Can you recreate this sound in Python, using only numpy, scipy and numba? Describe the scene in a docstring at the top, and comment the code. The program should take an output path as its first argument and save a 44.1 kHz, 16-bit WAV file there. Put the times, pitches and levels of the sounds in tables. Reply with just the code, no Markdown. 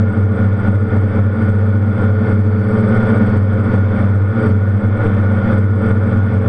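"""Under a hovering quadcopter

A camera in a closed case hangs under a hovering quadcopter, all four rotors within an arm's length.
Slightly different shaft speeds shake the frame and beat; blade turbulence rings the case, and the
motor coils and speed controllers whine faintly as sums of tones. Fast gain control lifts the hiss
whenever the two slowest rotors cancel."""
import sys
import numpy as np
from scipy import signal
from scipy.fft import rfft, irfft
from scipy.io import wavfile
from scipy.ndimage import uniform_filter1d
from numba import njit

SR = 44100
rng = np.random.default_rng(int(sys.argv[2]) if len(sys.argv) > 2 else 0)


def boost(x):
    """Linear amplitude factor 10**(x/20) for a level x in decibels (scalar or array-like)."""
    u = np.asarray(x, float) / 20
    return 10 ** u


def transcribe(u):
    """Save the signal u as a 16-bit wav file named by the first command-line argument.

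    u: samples, shape (n,) or (channels, n), limited to [-1, 1]; the rate is SR.
    q: integer samples, one column per channel.
    """
    v = np.clip(np.atleast_2d(u).T, -1, 1)
    q = np.round(v * 32767).astype(np.int16)
    wavfile.write(sys.argv[1], SR, q)


N = 285768  # samples, 6.48 s

# resonances of the closed case: pitch_hz, width_hz, level_db (ring relative to the direct sound)
CASE_RINGS = [(323, 25, 3.5), (443.5, 40, 5), (531, 29, 9.5), (762, 36, -6), (1206, 160, -3.5),
              (1444, 64.7, 14.5), (1792, 120, 6), (2185, 150, 9.5), (3148, 77, 5.5), (3426, 130, 10),
              (8250, 400, 7)]


def walk(rate):
    """Slow random wander: levels held 1 / rate s and slewed twice; spread near 1."""
    hold = int(SR / rate)
    held = np.repeat(rng.standard_normal(N // hold + 1), hold)
    return 1.6 * uniform_filter1d(uniform_filter1d(held, hold), hold)[:N]


def rotor_speeds(t):
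    """Hover speeds plus the flight controller's mixed commands, smoothed by inertia, plus hunting."""
    # mean speed of each rotor in the hover: speed_turns_per_s
    hover = [97.3, 99.4, 110, 114.7]
    # quick balancing, speeding one side and slowing the other: time_s, roll_turns_per_s
    roll = [(0.0, 0.43), (0.78, 0.09), (1.14, 0.83), (1.57, -0.78), (2.11, 0.93), (2.56, 0.07),
            (3.19, -0.68), (3.34, 2.32), (3.56, -0.56), (3.73, 1.64), (3.88, 0.58), (4.03, 1.3),
            (4.25, -3.22), (4.5, 2.34), (4.77, -4.63), (4.97, -1.97), (5.41, -0.28), (6.23, 0.71),
            (6.33, 2.38), (6.48, 2.06)]
    # slower trims: time_s, lift_turns_per_s, pitch_turns_per_s, yaw_turns_per_s
    trims = [(0.0, -0.31, -0.28, 1.04), (0.34, 0.06, -0.1, 0.73), (1.34, -0.13, -0.31, 0.47),
             (1.62, -0.01, -0.45, -0.33), (1.87, -0.14, -0.48, 0.24), (2.71, -0.1, -1.09, -0.48),
             (2.93, -0.18, -0.29, -0.79), (3.56, -0.14, 0.09, -0.68), (3.71, -0.1, 0.22, -0.14),
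             (4.85, 0.03, 0.71, -0.55), (5.33, -0.25, 0.58, 0.2), (5.63, 0.51, 0.35, 0.31),
             (6.37, 0.44, 0.42, 0.68), (6.48, 0.72, -0.52, 1.35)]
    # which way each command moves rotors 1-4 (signs): rows roll, lift, pitch, yaw
    mixer = [(-1, 1, -1, 1), (1, 1, 1, 1), (-1, -1, 1, 1), (-1, 1, 1, -1)]
    # the faster pair hunts about its set speed: rotor_index, swing_turns_per_s (each way), first_peak_s
    hunting = [(2, .6, -.003), (3, 3.7, .009)]
    roll_lag_s = (.04, .04, 0, 0)  # the slower pair answers the roll late
    inertia_s, hunt_hz, hunt_slip_turns = .06, 18.73, .05

    trim_s, *commands = np.transpose(trims)
    trim = np.transpose(mixer[1:]) @ [np.interp(t, trim_s, command) for command in commands]
    speeds = []
    for k, mean_speed in enumerate(hover):
        balance = mixer[0][k] * np.interp(t - roll_lag_s[k], *np.transpose(roll))
        commanded = mean_speed + trim[k] + balance
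        speeds.append(uniform_filter1d(commanded, int(inertia_s * SR), mode="nearest"))
    for k, swing, peak_s in hunting:
        cycle = hunt_hz * (t - peak_s) + hunt_slip_turns * walk(4)  # uneven hunting
        # each cycle climbs for 70 % of its length, then falls
        speeds[k] = speeds[k] + swing * signal.sawtooth(2 * np.pi * (cycle + .7), .7)
    return speeds


def rotor(turns, start, column, tremble_turns=0.0029, flutter_db=1.5, shaft_flutter_db=0.6):
    """Unbalance gives the shaft tone, the two blades the even tones, the coils the multiples of seven."""
    # rms tones before any ringing: shaft_multiple, rotor_1_db, rotor_2_db, rotor_3_db, rotor_4_db
    rotor_tones = [(1, -14.5, -18, -36.5, -22), (2, -25, -35, -28, -28.5), (3, -34.5, -39.5, -38, -49.5),
                   (4, -46, -43, -36, -47), (5, -44, -52, -48.5, -51), (6, -52.5, -58.5, -62, -55),
                   (8, -55.5, -52.5, -59.5, -55), (11, -56, -60, -56.5, -55), (12, -57, -61.5, -58, -59.5),
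                   (13, -61, -52, -57, -63.5), (14, -59, -58, -66, -70.5), (15, -59.5, -61.5, -66, -64),
                   (21, -62, -64, -68.5, -80), (42, -84.5, -89, -79.5, -81.5), (49, -90.5, -91.5, -87, -92),
                   (84, -95.5, -97, -85, -94.5)]
    shaky_turns = turns + tremble_turns * walk(40)
    tones = []
    for row in rotor_tones:
        multiple = row[0]
        flutter = (flutter_db if multiple > 1 else shaft_flutter_db) * walk(9.4)
        # odd tones start from the heavy side, even tones from the blades
        phase = multiple * (shaky_turns + start[1 - multiple % 2])
        tones.append(np.sqrt(2) * boost(row[column] + flutter) * np.cos(2 * np.pi * phase))
    return sum(tones[:4]), sum(tones[4:])  # low hum, higher whine


def ring(x, modes, colour=1):
    """Resonances add to the direct sound, here as a gain per frequency, times a further colour."""
    hz = np.maximum(np.arange(N // 2 + 1) * SR / N, 1)
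    resonance = 1
    for pitch_hz, width_hz, level_db in modes:
        detune = (hz / pitch_hz - pitch_hz / hz) * pitch_hz / width_hz
        resonance = resonance + boost(level_db) / (1 + 1j * detune)
    return irfft(rfft(x) * colour * np.abs(resonance), N)


def sum_tones(turns, double_db=-40, triple_db=-44):
    """Rotors 1 and 3, shaking together what rattles or bends, add tones at sums of their multiples."""
    slow, fast = 2 * np.pi * turns[0], 2 * np.pi * turns[2]
    double_sum = boost(double_db) * np.cos(2 * slow + 2 * fast)
    return double_sum + boost(triple_db) * np.cos(3 * slow + 2 * fast)


def rush(turns, chop=0.4, gust_db=1.6, rush_db=-24):
    """Blade turbulence: noise swelling at each blade pass, coloured by the air path and the case."""
    # how rough the air through the blades is: time_s, level_db (relative)
    roughness = [(0, -0.5), (0.801, -0.5), (1.501, 0), (2.2, 0.5), (2.901, -2), (3.399, -0.5), (3.9, 3.5),
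                 (4.5, -1.6), (5.1, 2), (5.7, -0.3), (6.48, 2)]
    # colour of the air path, before the case rings: pitch_hz, level_db (relative)
    air_path = [(18, -0.5), (36, -18.5), (90, -10), (155, -14), (210, 1.5), (270, -14.5), (365, -21),
                (480, -13.5), (900, -19.5), (1600, -26.5), (2600, -40.5), (3560, -47), (3800, -52),
                (5600, -56), (7000, -66), (11000, -66)]
    air = 0
    for turn in turns:
        blade_pass = 1 + chop * np.cos(4 * np.pi * turn)  # two blades per turn
        air = air + blade_pass * boost(gust_db * walk(9)) * rng.standard_normal(N)
    air = air * boost(np.interp(np.arange(N) / SR, *np.transpose(roughness)))
    hz = np.maximum(np.arange(N // 2 + 1) * SR / N, 1)
    path_hz, path_db = np.transpose(air_path)
    colour = boost(np.interp(np.log(hz), np.log(path_hz), path_db))
    rushing = ring(air, CASE_RINGS, colour)
    return boost(rush_db) * rushing / rushing.std()


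def controllers(turns, drift_hz=2.5, pulse_db=-15):
    """Each controller switches near 8 kHz; its whine pulses with the turning of its motor."""
    # whine of each controller, peak level before pulsing: pitch_hz (before drift), level_db
    switching = [(8070, -71.5), (8082, -62.5), (8089, -68), (8108, -70.5)]
    whine = 0
    for (pitch_hz, level_db), turn in zip(switching, turns):
        pulse = 1 + boost(pulse_db) * (np.cos(2 * np.pi * turn) + np.cos(4 * np.pi * turn))
        cycles = np.cumsum(pitch_hz + drift_hz * walk(8.8)) / SR
        whine = whine + boost(level_db) * pulse * np.cos(2 * np.pi * cycles)
    return whine


def scene():
    """Four rotors shake frame, mounts and case, with their air and their controllers close by."""
    # where each rotor stands at the start: heavy_side_turns, blade_turns
    starts = [(.51, .176), (.312, .173), (.968, .092), (.987, .471)]
    # the frame rings under the low tones: pitch_hz, width_hz, level_db (over the direct hum)
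    frame_rings = [(214, 12, -2), (430, 14, 3), (502, 20, 2)]
    # the motor mounts ring: pitch_hz, width_hz, level_db (over the direct whine)
    mount_rings = [(4160, 100, 8), (4495, 70, 19), (4880, 250, 10), (5290, 70, 14), (9060, 150, 15)]
    turns = [np.cumsum(speed) / SR for speed in rotor_speeds(np.arange(N) / SR)]
    rotors = [rotor(turn, starts[k], k + 1) for k, turn in enumerate(turns)]
    hum, whine = np.sum(rotors, axis=0)
    shaking = ring(hum, frame_rings) + ring(whine, CASE_RINGS + mount_rings)
    return (shaking + sum_tones(turns) + rush(turns) + controllers(turns))[None]


@njit
def follow(x, attack, release, start):
    """Peak follower: quick up, slower down."""
    level, out = start, np.empty(len(x))
    for i in range(len(x)):
        level += (abs(x[i]) - level) * (attack if abs(x[i]) > level else release)
        out[i] = level
    return out


def top_cut(x):
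    """Nothing passes above the cut-off."""
    return signal.sosfilt(signal.butter(12, 15600, fs=SR, output="sos"), x)


def record(dry, skew=0.1, bass_hz=45, shake=2.136, shake_hz=150, attack_s=0.00082, release_s=0.097,
           ratio=20.0, aim_db=-0.5, step_db=0.15, top_hz=8800):
    """The microphone capsule bends under the shaking; stepped gain evens the peaks; tops are rounded."""
    bend = signal.sosfilt(signal.butter(2, bass_hz, "high", fs=SR, output="sos"), dry[0] ** 2)
    x = dry[0] - skew * bend
    # the gain control senses the shaft tones more strongly than they are heard
    low_shake = signal.sosfilt(signal.butter(2, shake_hz, fs=SR, output="sos"), x)
    sensed = x + shake * low_shake
    peak = follow(sensed, 1 / (attack_s * SR + 1), 1 / (release_s * SR + 1), 1.0)
    gain_db = (aim_db - 20 * np.log10(peak)) * (1 - 1 / ratio)
    x = x * boost(step_db * np.round(gain_db / step_db))  # small gain steps that tick
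    x = x / (1 + (x / .8) ** 8) ** (1 / 8)  # rounds the highest tops below 0.8
    x = signal.sosfilt(signal.butter(4, top_hz, fs=SR, output="sos"), x)
    return top_cut(x[None])


dry = scene()
out = record(dry)
transcribe(out)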